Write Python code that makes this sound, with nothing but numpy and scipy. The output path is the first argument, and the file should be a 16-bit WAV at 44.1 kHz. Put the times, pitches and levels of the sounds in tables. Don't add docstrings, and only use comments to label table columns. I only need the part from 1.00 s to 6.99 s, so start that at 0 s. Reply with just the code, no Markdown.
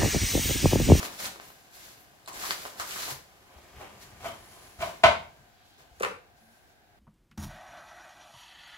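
import sys
import numpy as np
from scipy import signal
from scipy.fft import rfft, irfft, next_fast_len
from scipy.io import wavfile
from scipy.ndimage import uniform_filter1d, map_coordinates

SR = 44100
rng = np.random.default_rng(int(sys.argv[2]) if len(sys.argv) > 2 else 0)


def gain_from_decibels(decibels):
    exponent = np.asarray(decibels, float) / 20
    return 10 ** exponent


def pcm_store(signal):
    levels = np.round(np.clip(np.atleast_2d(signal), -1, 1) * 32767)
    wavfile.write(sys.argv[1], SR, levels.astype(np.int16).T)


N = 264159
TIME = np.arange(N) / SR

# pitch_hz, level_db (per Hz)
HUM_SPECTRUM = [(18, -40), (36, 1), (105, -1.5), (140, -8), (164, -8), (379, -7), (467, -11.5), (808, -3.5),
                (1050, -17), (1590, -11), (3150, -18), (3880, -17.5), (8500, -28.5), (15500, -26.5)]
# pitch_hz, width_hz, level_db
HUM_BANDS = [(710, 40, -74.5), (1580, 110, -77.5)]
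# pitch_hz, likeness (-1 to 1)
HUM_LIKENESS = [(60, -0.47), (180, 0.96), (550, 0.47), (1650, -0.19), (4970, -0.2), (15000, 0.26)]
# pitch_hz, t60_s (time to fade by 60 dB)
ECHO_TIMES = [(80, 0.81), (250, 0.39), (1000, 0.34), (4000, 0.35), (12000, 0.29)]
# pitch_hz, likeness (-1 to 1)
ECHO_LIKENESS = [(60, 0.94), (180, 1), (550, 0.19), (1650, 0.01), (4970, 0.056), (15000, 0.09)]
# time_s, left_lag_samples (how late the left side hears them)
SIDE_LAG = [(0, 9.5), (2.3, 11), (2.8, -4), (4.4, -6.5), (4.9, 13), (5.99, 2.5)]

# start_s, peak_db, pitch_hz, t60_s
BUMPS = [(.004, -41, 340, 0.1), (1.299, -57, 111, .1), (1.44, -52, 75, .15), (1.79, -49, 90, 0.19),
         (2.118, -44.5, 134, 0.21), (2.15, -49, 75, .2), (2.555, -48, 70, 0.23), (2.766, -43.5, 74, 0.21),
         (3.12, -51, 110, .2), (3.175, -47, 89, .15), (3.245, -49, 80, .15), (3.786, -36, 75, .12),
         (3.798, -46, 192, 0.13), (3.214, -45, 110, .08), (4.911, -52, 62, 0.18), (5.008, -47, 195, .3),
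         (4.97, -55, 75, 0.32), (5.03, -50.5, 110, 0.28), (5.14, -58, 90, .3), (5.09, -52.5, 190.4, .3),
         (5.371, -64.5, 65, .15)]
# time_s, level_db
LEAN = [(0, -2), (1.2, -6), (2.5, -2), (3.05, 3.5), (3.45, -1), (3.7, -3), (4.3, 6.5), (4.75, -8),
        (5.1, 9.5), (5.45, -4), (5.99, -6)]
# start_s, length_s, pitch_hz,
# width_hz, level_db
SQUEAKS = [(.2, .11, 4000, 150, -58.5), (.42, .12, 13000, 5000, -59.5), (.72, .06, 13000, 5000, -59),
           (.96, .09, 12500, 5000, -63), (1.315, .068, 7500, 380, -53), (2.02, .019, 4150, 250, -42),
           (1.905, .035, 2760, 150, -43), (3.28, .57, 10600, 1100, -64), (5.35, .33, 10350, 1800, -74.5),
           (4.42, .55, 3600, 2900, -70), (3.258, .022, 3100, 120, -48), (3.3, .02, 3100, 120, -52),
           (1.275, .07, 1050, 70, -53)]
# pitch_hz, level_db (per Hz)
HISS_SPECTRUM = [(880, -6), (1500, 3.5), (3210, 0), (4140, 2.5), (4850, 1.5), (7300, 0.5), (8710, -5.5),
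                 (11100, -0.5), (15500, -6.5)]
# pitch_hz, level_db (per Hz)
RUB_SPECTRUM = [(88, -47), (150, -13.5), (205, -5.5), (275, -8.5), (356, -2.5), (441, -4), (996, -4),
                (1430, -9), (3000, -11.5), (3900, -21.5), (6600, -120)]
# time_s, level_db
BUSY = [(0, -62), (.6, -67.5), (1.0, -66), (1.26, -67), (2.3, -65), (2.5, -67.5), (2.7, -63), (3.4, -59),
        (3.95, -63), (4.4, -68.5), (4.75, -76), (5.2, -75), (5.99, -83)]
# peak_s, rise_s (per 10 dB), fall_s (per 10 dB), hiss_db, rub_db
PAPER_STROKES = [(.005, 3, 0.028, -46.5, -33), (.05, 0.06, .035, -37.5, -36), (.14, .06, 0.09, -48, -54),
                 (.2, 0, 0.0953, -40.5, -41), (0.267, 0.07, 0.017, -36.5, -39.5),
                 (.41, -0.3, 0.27, -55, -56), (.49, 0, 0, -56, -54), (0.752, .03, 0.18, -52, -61),
                 (.86, 0.08, 0.1, -51, -55.5), (.98, 0.2, -0.2, -66, -64), (1.283, .004, 0.02, -43, -42),
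                 (1.36, 0.0356, 0.22, -45, -43), (1.46, 0.0775, 0.0722, -36.5, -41.5),
                 (1.514, .03, 0.0526, -36, -43), (1.62, 0.05, 0.08, -46.5, -54),
                 (1.665, 0.02, .08, -47, -47), (1.8, 0.02, 0.1074, -42, -45.5),
                 (1.91, 0.07, 0.08, -43, -59), (2.02, 0.115, 0.08, -37, -42.5),
                 (2.116, 0.1237, 0.0329, -38, -44.5)]
# peak_s, rise_s (per 10 dB), fall_s (per 10 dB), hiss_db, rub_db
WORKTOP_STROKES = [(2.574, 0.12, 0.26, -64.5, -54.5), (2.816, 0.046, 0.079, -55.5, -42),
                   (3.026, 0.029, 0.049, -51.5, -59), (3.266, 0.044, 0.057, -46.5, -39),
                   (3.53, 0.045, 0.051, -58, -56), (3.66, .1, .1, -60, -75),
                   (3.822, 0.023, 0.091, -43, -37), (4.66, .02, 0.18, -67, -71),
                   (4.8, 0.023, 0.061, -61, -54.5), (4.99, 0.071, 0.059, -65, -64),
                   (5.372, .015, 0.31, -69.5, -80), (5.574, .1, .05, -69, -68.5),
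                   (5.71, 0.088, .04, -68.5, -67)]

# start_s, peak_db, ring_hz, crack_db, contact_s
TAPS = [(0.188, -41, 860, 9.5, 0.0074), (0.254, -35, 1430, 12.5, 0.0011), (0.359, -46, 560, -17, 0.0018),
        (0.741, -51, 860, 5, 0.0013), (1.276, -33, 1050, 2.5, 0.00072), (1.436, -27.5, 1130, -8, 0.00069),
        (1.644, -44, 603, -20, 0.0012), (1.757, -40, 935, -17, 0.00062), (1.798, -22, 1220, 1.5, 0.00075),
        (1.908, -37, 1590, 8, 0.0014), (1.959, -32, 1290, -26, 0.0013), (2.028, -36, 1320, 5, 0.0022),
        (2.079, -30, 925, -31, 0.00041), (2.808, -36.5, 770, -23, 0.0034), (3.527, -52, 383, -11, 0.0017),
        (4.604, -55, 1580, -18.5, 0.00069), (4.794, -56.5, 860, -14, 0.0065)]
# start_s, peak_db, low_hz, high_hz, contact_s
SNAPS = [(.028, -25, 250, 2000, .0014), (.0285, -31, 5500, 8500, .00076), (.058, -33, 3300, 4500, .001),
         (.147, -39, 1200, 5500, .001), (.19, -38, 3000, 8500, .0006), (.2575, -30, 3600, 4600, .001),
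         (.359, -36, 400, 1500, .00032), (.399, -28, 500, 2200, .0003), (.503, -39, 300, 1490, .0004),
         (1.2598, -43, 3600, 4400, .0007), (1.2598, -41, 6800, 9800, .0007),
         (1.2758, -41, 2000, 10000, .001), (1.3306, -39, 6500, 8200, .0008),
         (1.4375, -34, 900, 1900, .0008), (1.5078, -13, 900, 2200, .00022),
         (1.5078, -15, 3500, 5200, .00025), (1.6522, -24, 450, 1600, .0006),
         (1.6522, -34, 2500, 5800, .0006), (1.6585, -29, 400, 1300, .001), (1.797, -31, 3200, 5000, .0005),
         (3.2435, -33, 450, 1100, .0015)]

# start_s, hollow_db, wall_db, skin_db, contact_s
LANDINGS = [
    (4.998, -67, -51, -30.5, 0.0021),
    (5.0055, -21, -42, -55, 0.0019),
    (5.023, -58.5, -41, -23.5, 0.00086),
    (5.0306, -40, -31.5, -40, .001),
    (5.034, -25, -28.5, -42, 0.000505),
    (5.0385, -30, -35.5, -44, 0.00042),
    (5.048, -32, -29.5, -44, .0006),
    (5.058, -28, -45, -50, 0.002),
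]
# pitch_hz, level_db, t60_s
BOWL_AIR = [(470, 5.5, .022), (435, -14, .12)]
# pitch_hz, level_db, t60_s
BOWL_WALL = [(1350, 10, 0.013), (2240, 5.5, 0.015), (2680, -3, 0.011)]
# pitch_hz, level_db (per Hz)
SLAP_SPECTRUM = [(350, -40), (600, -6.5), (890, 4.5), (1080, -3), (1380, 6), (2040, 2.5), (2470, -1),
                 (3240, -10), (15500, -29)]

# start_s, force_db, contact_s, crack_db, ring_db
CUTS = [
    (3.243, -32, 0.0031, -8, 6),
    (3.254, -28.5, 0.003, -11, 0.5),
    (3.788, -38, 0.005, -14, -5),
    (3.805, -29, 0.002, -11, -3),
    (3.818, -22, 0.004, -23, -1),
    (4.0352, -13, 0.00064, -0.5, 0),
    (4.0378, -3, 0.0012, -10.5, 1),
    (4.0445, -7, .0006, -10, -4),
    (4.057, -9.5, .0015, -12, -3.5),
    (3.8255, -24, .0012, -20, 0),
]
WORKTOP_HZ = [613, 661, 710, 755, 936, 980, 1091, 1214, 1274, 1402, 1464, 1529, 2040, 2180, 2328, 2457,
              2735, 2905]
# level_db, t60_s
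WORKTOP_RING = [(-2, 0.24), (2.5, 0.29), (-7.5, 0.29), (-8, 0.26), (-7, 0.3), (-9, 0.37), (-14, 0.27),
                (-3.5, 0.15), (-10.5, 0.25), (-14, 0.246), (-8, 0.14), (-6, 0.23), (-7, 0.17), (-9, 0.24),
                (-17, 0.18), (-23.5, 0.19), (-19.5, 0.2), (-16, 0.237)]
# pitch_hz, level_db (per Hz)
KNOCK_SPECTRUM = [(88, -48), (185, -18), (270, -18), (359, -9), (430, -13), (643, 3), (800, -1),
                  (1250, -1.5), (1510, -4.5), (1760, -12), (2100, -5.5), (3200, -10.5), (15500, -47.5)]
# pitch_hz, level_db, t60_s
CABINET_THUMP = [(68, -1, .25), (84, -2, 0.34), (127.3, -6, 0.25), (183, -14, .2), (248, -13, .2),
                 (340, -8.5, .14)]

HUM_DB = -63
DRONE_S, DRONE_LENGTH_S, DRONE_DB = 5.38, 0.19, -63
BUSY_RUB_DB = 6
TOUCH_RISES, SWELL_POWER = 2.28, 1.82
PUSH_DB, PUSH_FOLLOWS = -61, .55
AIR_DB, BARE_AIR_DB, PAPER_ENDS_S = 0.1, -1.5, 2.6
RING_CYCLES = 7.1
TWIN_RATIO, TWIN_DB = 1.024, -3
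THUMP_DB = -22.5


def rms_one(x):
    return x / np.sqrt(np.mean(x ** 2) + 1e-20)


def in_time(rows):
    s, *columns = np.transpose(rows)
    return [np.interp(TIME, s, column) for column in columns]


def at_hz(points, hz):
    table_hz, values = np.array(points)[:, 0], np.array(points)[:, 1]
    return np.interp(np.log(hz + 1e-9), np.log(table_hz), values)


def coloured(x, spectrum):
    size = next_fast_len(N)
    hz = np.arange(size // 2 + 1) * SR / size
    return rms_one(irfft(rfft(x, size) * gain_from_decibels(at_hz(spectrum, hz)), size)[:N])


def causal(spectrum, size=2048):
    hz = np.arange(size // 2 + 1) * SR / size
    cepstrum = irfft(np.log(gain_from_decibels(at_hz(spectrum, hz))), size)
    cepstrum[1:size // 2] *= 2
    cepstrum[size // 2 + 1:] = 0
    pulse = irfft(np.exp(rfft(cepstrum)), size)
    return pulse / np.abs(pulse).max()


def drift(rate_hz):
    r = np.exp(-2 * np.pi * rate_hz / SR)
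    wander = signal.lfilter([1], [1, -2 * r, r * r], rng.standard_normal(N + SR))
    return rms_one(wander[SR:])


def band(x, low_hz, high_hz):
    return signal.sosfilt(signal.butter(2, [low_hz, high_hz], "band", fs=SR, output="sos"), x)


def stereo_noise(size, likeness, hz):
    raise NotImplementedError


def ring(force, hz, t60):
    r, w = gain_from_decibels(-60 / (t60 * SR)), 2 * np.pi * hz / SR
    return signal.lfilter([0, np.sin(w)], [1, -2 * r * np.cos(w), r * r], force + 1e-18)


def struck(force, modes):
    total = 0
    for k, (hz, db, t60) in enumerate(modes):
        total = total + (-1) ** k * gain_from_decibels(db) * ring(force, hz, min(t60, .33))
    return total


def contact(length_s, noise):
    t = np.arange(len(noise)) / SR / np.clip(length_s, .0002, .04)
    shape = t * np.exp(-t)
    force = noise * shape
    for _ in range(6):
        spectrum = rfft(force)
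        flat = irfft(spectrum / (np.abs(spectrum) + 1e-12), len(force))
        loudness = np.sqrt(np.abs(uniform_filter1d(flat ** 2, size=33)) + 1e-12)
        force = flat / loudness * shape
    return force / np.sqrt(np.sum(force ** 2))


def two_sided(mid, side, likeness, hz):
    alike = np.clip(at_hz(likeness, hz), -1, 1)
    return np.sqrt(1 + alike) * mid + np.sqrt(1 - alike) * side * [[1], [-1]]


def hum():
    hz = np.arange(N // 2 + 1) * SR / N
    mid, side = rfft(rng.standard_normal((2, N)))
    pair = two_sided(mid, side, HUM_LIKENESS, hz)
    out = gain_from_decibels(HUM_DB) * rms_one(irfft(pair * gain_from_decibels(at_hz(HUM_SPECTRUM, hz)), N))
    for peak_hz, width_hz, db in HUM_BANDS:
        resonance = 1 + (2 * (hz - peak_hz) / width_hz) ** 2
        out = out + gain_from_decibels(db + 2.7 * drift(2.1)) * rms_one(irfft(pair / resonance, N))
    return out


def drone():
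    swell = np.sin(np.pi * np.clip((TIME - DRONE_S) / DRONE_LENGTH_S, 0, 1))
    pitch_hz = 222 + 8.9 * drift(12)
    return np.sin(2 * np.pi * np.cumsum(pitch_hz) / SR) * gain_from_decibels(DRONE_DB) * swell


def kitchen(x):
    t, tail = np.arange(SR // 2) / SR, 0
    for hz in 60 * 2 ** np.arange(9.):
        mid, side = rng.standard_normal((2, SR // 2))
        pair = two_sided(mid, side, ECHO_LIKENESS, hz)
        octave = band(pair, hz / np.sqrt(2), min(hz * np.sqrt(2), .45 * SR))
        tail = tail + octave * gain_from_decibels(-60 * t / at_hz(ECHO_TIMES, hz))
    tail = tail * (1 - np.exp(-t / 0.00067))
    tail = tail / np.sqrt(np.sum(tail ** 2) / 2)
    return signal.fftconvolve(x[None], tail, axes=1)[:, :N]


def placed(x):
    lag, = in_time(SIDE_LAG)
    at = np.arange(N)
    left = map_coordinates(x, [at - lag / 2], order=3)
    right = map_coordinates(x, [at + lag / 2], order=3)
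    return np.array([left, right])


def bumps():
    out = np.zeros(N)
    for s, peak_db, hz, t60 in BUMPS:
        push = gain_from_decibels(peak_db) * (np.arange(N) == round(s * SR))
        out += band(ring(push, hz, t60), .5 * hz, 2 * hz)
    return out


def squeaks():
    out, size = np.zeros(N + SR), SR * 3 // 5
    for (s, length_s, hz, width_hz, db), noise in zip(SQUEAKS, rng.standard_normal((len(SQUEAKS), size))):
        swell = np.sin(np.pi * np.clip(np.arange(size) / SR / length_s, 0, 1))
        t60 = np.log(1000) / np.pi / width_hz
        narrow = band(ring(noise, hz, t60), .7 * hz, 1.6 * hz)
        out[round(s * SR):][:size] += gain_from_decibels(db) * swell * rms_one(narrow)
    return out[:N]


def grit(per_s, spread_db):
    sizes = gain_from_decibels(spread_db * np.minimum(rng.exponential(1, N), 4)) * rng.choice([-1, 1], N)
    return sizes * (rng.random(N) < per_s / SR)


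def flour(gain):
    air_db = np.where(TIME < PAPER_ENDS_S, AIR_DB, BARE_AIR_DB)
    hiss = coloured(grit(9000, spread_db=3.0), HISS_SPECTRUM)
    return gain * (hiss + (gain_from_decibels(air_db) - 1) * band(hiss, 8500, 16000))


def strokes():
    t, busy_db = TIME[::32], in_time(BUSY)[0][::32]
    hiss, rub = gain_from_decibels(busy_db) ** 2, gain_from_decibels(busy_db + BUSY_RUB_DB) ** 2
    for s, rise_s, fall_s, hiss_db, rub_db in PAPER_STROKES + WORKTOP_STROKES:
        swell = np.clip(1 - (s - t) / (TOUCH_RISES * max(rise_s, .003)), 0, 1) ** SWELL_POWER
        fade = gain_from_decibels(-10 * np.maximum(t - s, 0) / max(fall_s, .003))
        shape = (swell * fade) ** 2
        hiss = hiss + gain_from_decibels(hiss_db) ** 2 * shape
        rub = rub + gain_from_decibels(rub_db) ** 2 * shape
    return np.interp(TIME, t, np.sqrt(hiss)), np.interp(TIME, t, np.sqrt(rub))


def handling():
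    hiss_gain, rub_gain = strokes()
    push_gain = gain_from_decibels(PUSH_DB + in_time(LEAN)[0]) * (rub_gain / gain_from_decibels(-49.5)) ** PUSH_FOLLOWS
    flicker = drift(36)
    hiss_gain = hiss_gain * gain_from_decibels(0.7 * flicker)
    rub_gain = rub_gain * gain_from_decibels(1.2 * flicker + 1.07 * drift(30))
    spot, left, right = (flour(hiss_gain) for _ in range(3))
    rub = coloured(grit(3500, spread_db=2.0), RUB_SPECTRUM) * rub_gain
    push = rms_one(band(rng.standard_normal(N), 45, 150)) * push_gain * gain_from_decibels(2.8 * drift(8))
    slide = gain_from_decibels(-7) * spot + gain_from_decibels(-6) * rub + squeaks()
    scattered = gain_from_decibels(1) * np.array([left, right])
    return slide, scattered, push + bumps()


def taps():
    out, noise = np.zeros(N), rng.standard_normal((len(TAPS), 2, 2048))
    for (s, peak_db, hz, crack_db, length_s), (force, snap) in zip(TAPS, noise):
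        body = band(ring(contact(length_s, force), hz, RING_CYCLES / hz), 0.36 * hz, 5.0 * hz)
        crack = band(contact(.5 * length_s, snap), 1500, 8500)
        sound = body / np.abs(body).max() + gain_from_decibels(crack_db) * crack / np.abs(crack).max()
        out[round(s * SR):][:2048] += gain_from_decibels(peak_db - 0.5) * sound
    return out


def snaps():
    out = np.zeros(N)
    for (s, peak_db, low_hz, high_hz, length_s), force in zip(SNAPS, rng.standard_normal((len(SNAPS), 1024))):
        click = band(contact(length_s, force), low_hz, high_hz)
        out[round(s * SR):][:1024] += gain_from_decibels(peak_db) * click / np.abs(click).max()
    return out


def bowl():
    forces, noise = np.zeros((3, N)), rng.standard_normal((len(LANDINGS), 3, 2048))
    for (s, *levels_db, length_s), grains in zip(LANDINGS, noise):
        for force, db, grain in zip(forces, levels_db, grains):
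            force[round(s * SR):][:2048] += gain_from_decibels(db) * contact(length_s, grain)
    on_air, on_wall, on_skin = forces
    hollow = band(struck(on_air, BOWL_AIR), 364, 670)
    wall = band(struck(on_wall, BOWL_WALL), 670, 11000)
    slap = gain_from_decibels(15.5) * signal.fftconvolve(on_wall, causal(SLAP_SPECTRUM))[:N]
    skin = gain_from_decibels(13) * band(on_skin, 4600, 11400)
    return hollow + wall + slap + skin


def cuts():
    force, ringing, crack, thump = np.zeros((4, N))
    noise = rng.standard_normal((len(CUTS), 2, 4096))
    for (s, force_db, length_s, crack_db, ring_db), (grain, snap) in zip(CUTS, noise):
        at, blow = round(s * SR), gain_from_decibels(force_db) * contact(length_s, grain)
        force[at:at + 4096] += blow
        ringing[at:at + 4096] += gain_from_decibels(ring_db) * blow
        crack[at:at + 4096] += gain_from_decibels(force_db + crack_db) * contact(length_s, snap)
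        thump[at + 100] += gain_from_decibels(force_db + THUMP_DB)
    knock = signal.fftconvolve(force, causal(KNOCK_SPECTRUM))[:N] + gain_from_decibels(-3.0) * band(crack, 3300, 10000)
    modes = [(hz, db, t60) for hz, (db, t60) in zip(WORKTOP_HZ, WORKTOP_RING)]
    twins = [(hz * TWIN_RATIO, db + TWIN_DB, t60) for hz, db, t60 in modes]
    worktop = gain_from_decibels(-16.5) * struck(ringing, modes + twins)
    return knock, worktop, band(struck(thump, CABINET_THUMP), 35, 420)


def scene():
    slide, scattered, push = handling()
    tap, snap, drop = taps(), snaps(), bowl()
    knock, worktop, thump = cuts()
    direct = slide + tap + snap + drop + gain_from_decibels(4.5) * knock + worktop
    to_room = gain_from_decibels(-0.5) * slide + gain_from_decibels(4.5) * tap + gain_from_decibels(-3.0) * snap
    to_room = to_room + gain_from_decibels(-2.0) * drop + gain_from_decibels(6.5) * knock + gain_from_decibels(-8.0) * worktop
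    low = (push + thump + drone()) * gain_from_decibels([[1.5], [-1.5]])
    return (placed(direct) + scattered + kitchen(to_room) + hum()) * gain_from_decibels([[.4], [-.4]]) + low


def band_limit(x):
    return signal.sosfilt(signal.butter(12, 16740, fs=SR, output="sos"), x)


def record(dry):
    rounded = 1.398 * np.tanh(dry / 1.402)
    top_cut = signal.cheby2(20, 70, 16250, fs=SR, output="sos")
    finished = signal.sosfilt(top_cut, rounded)
    return band_limit(finished)


dry = scene()
out = record(dry)
pcm_store(out)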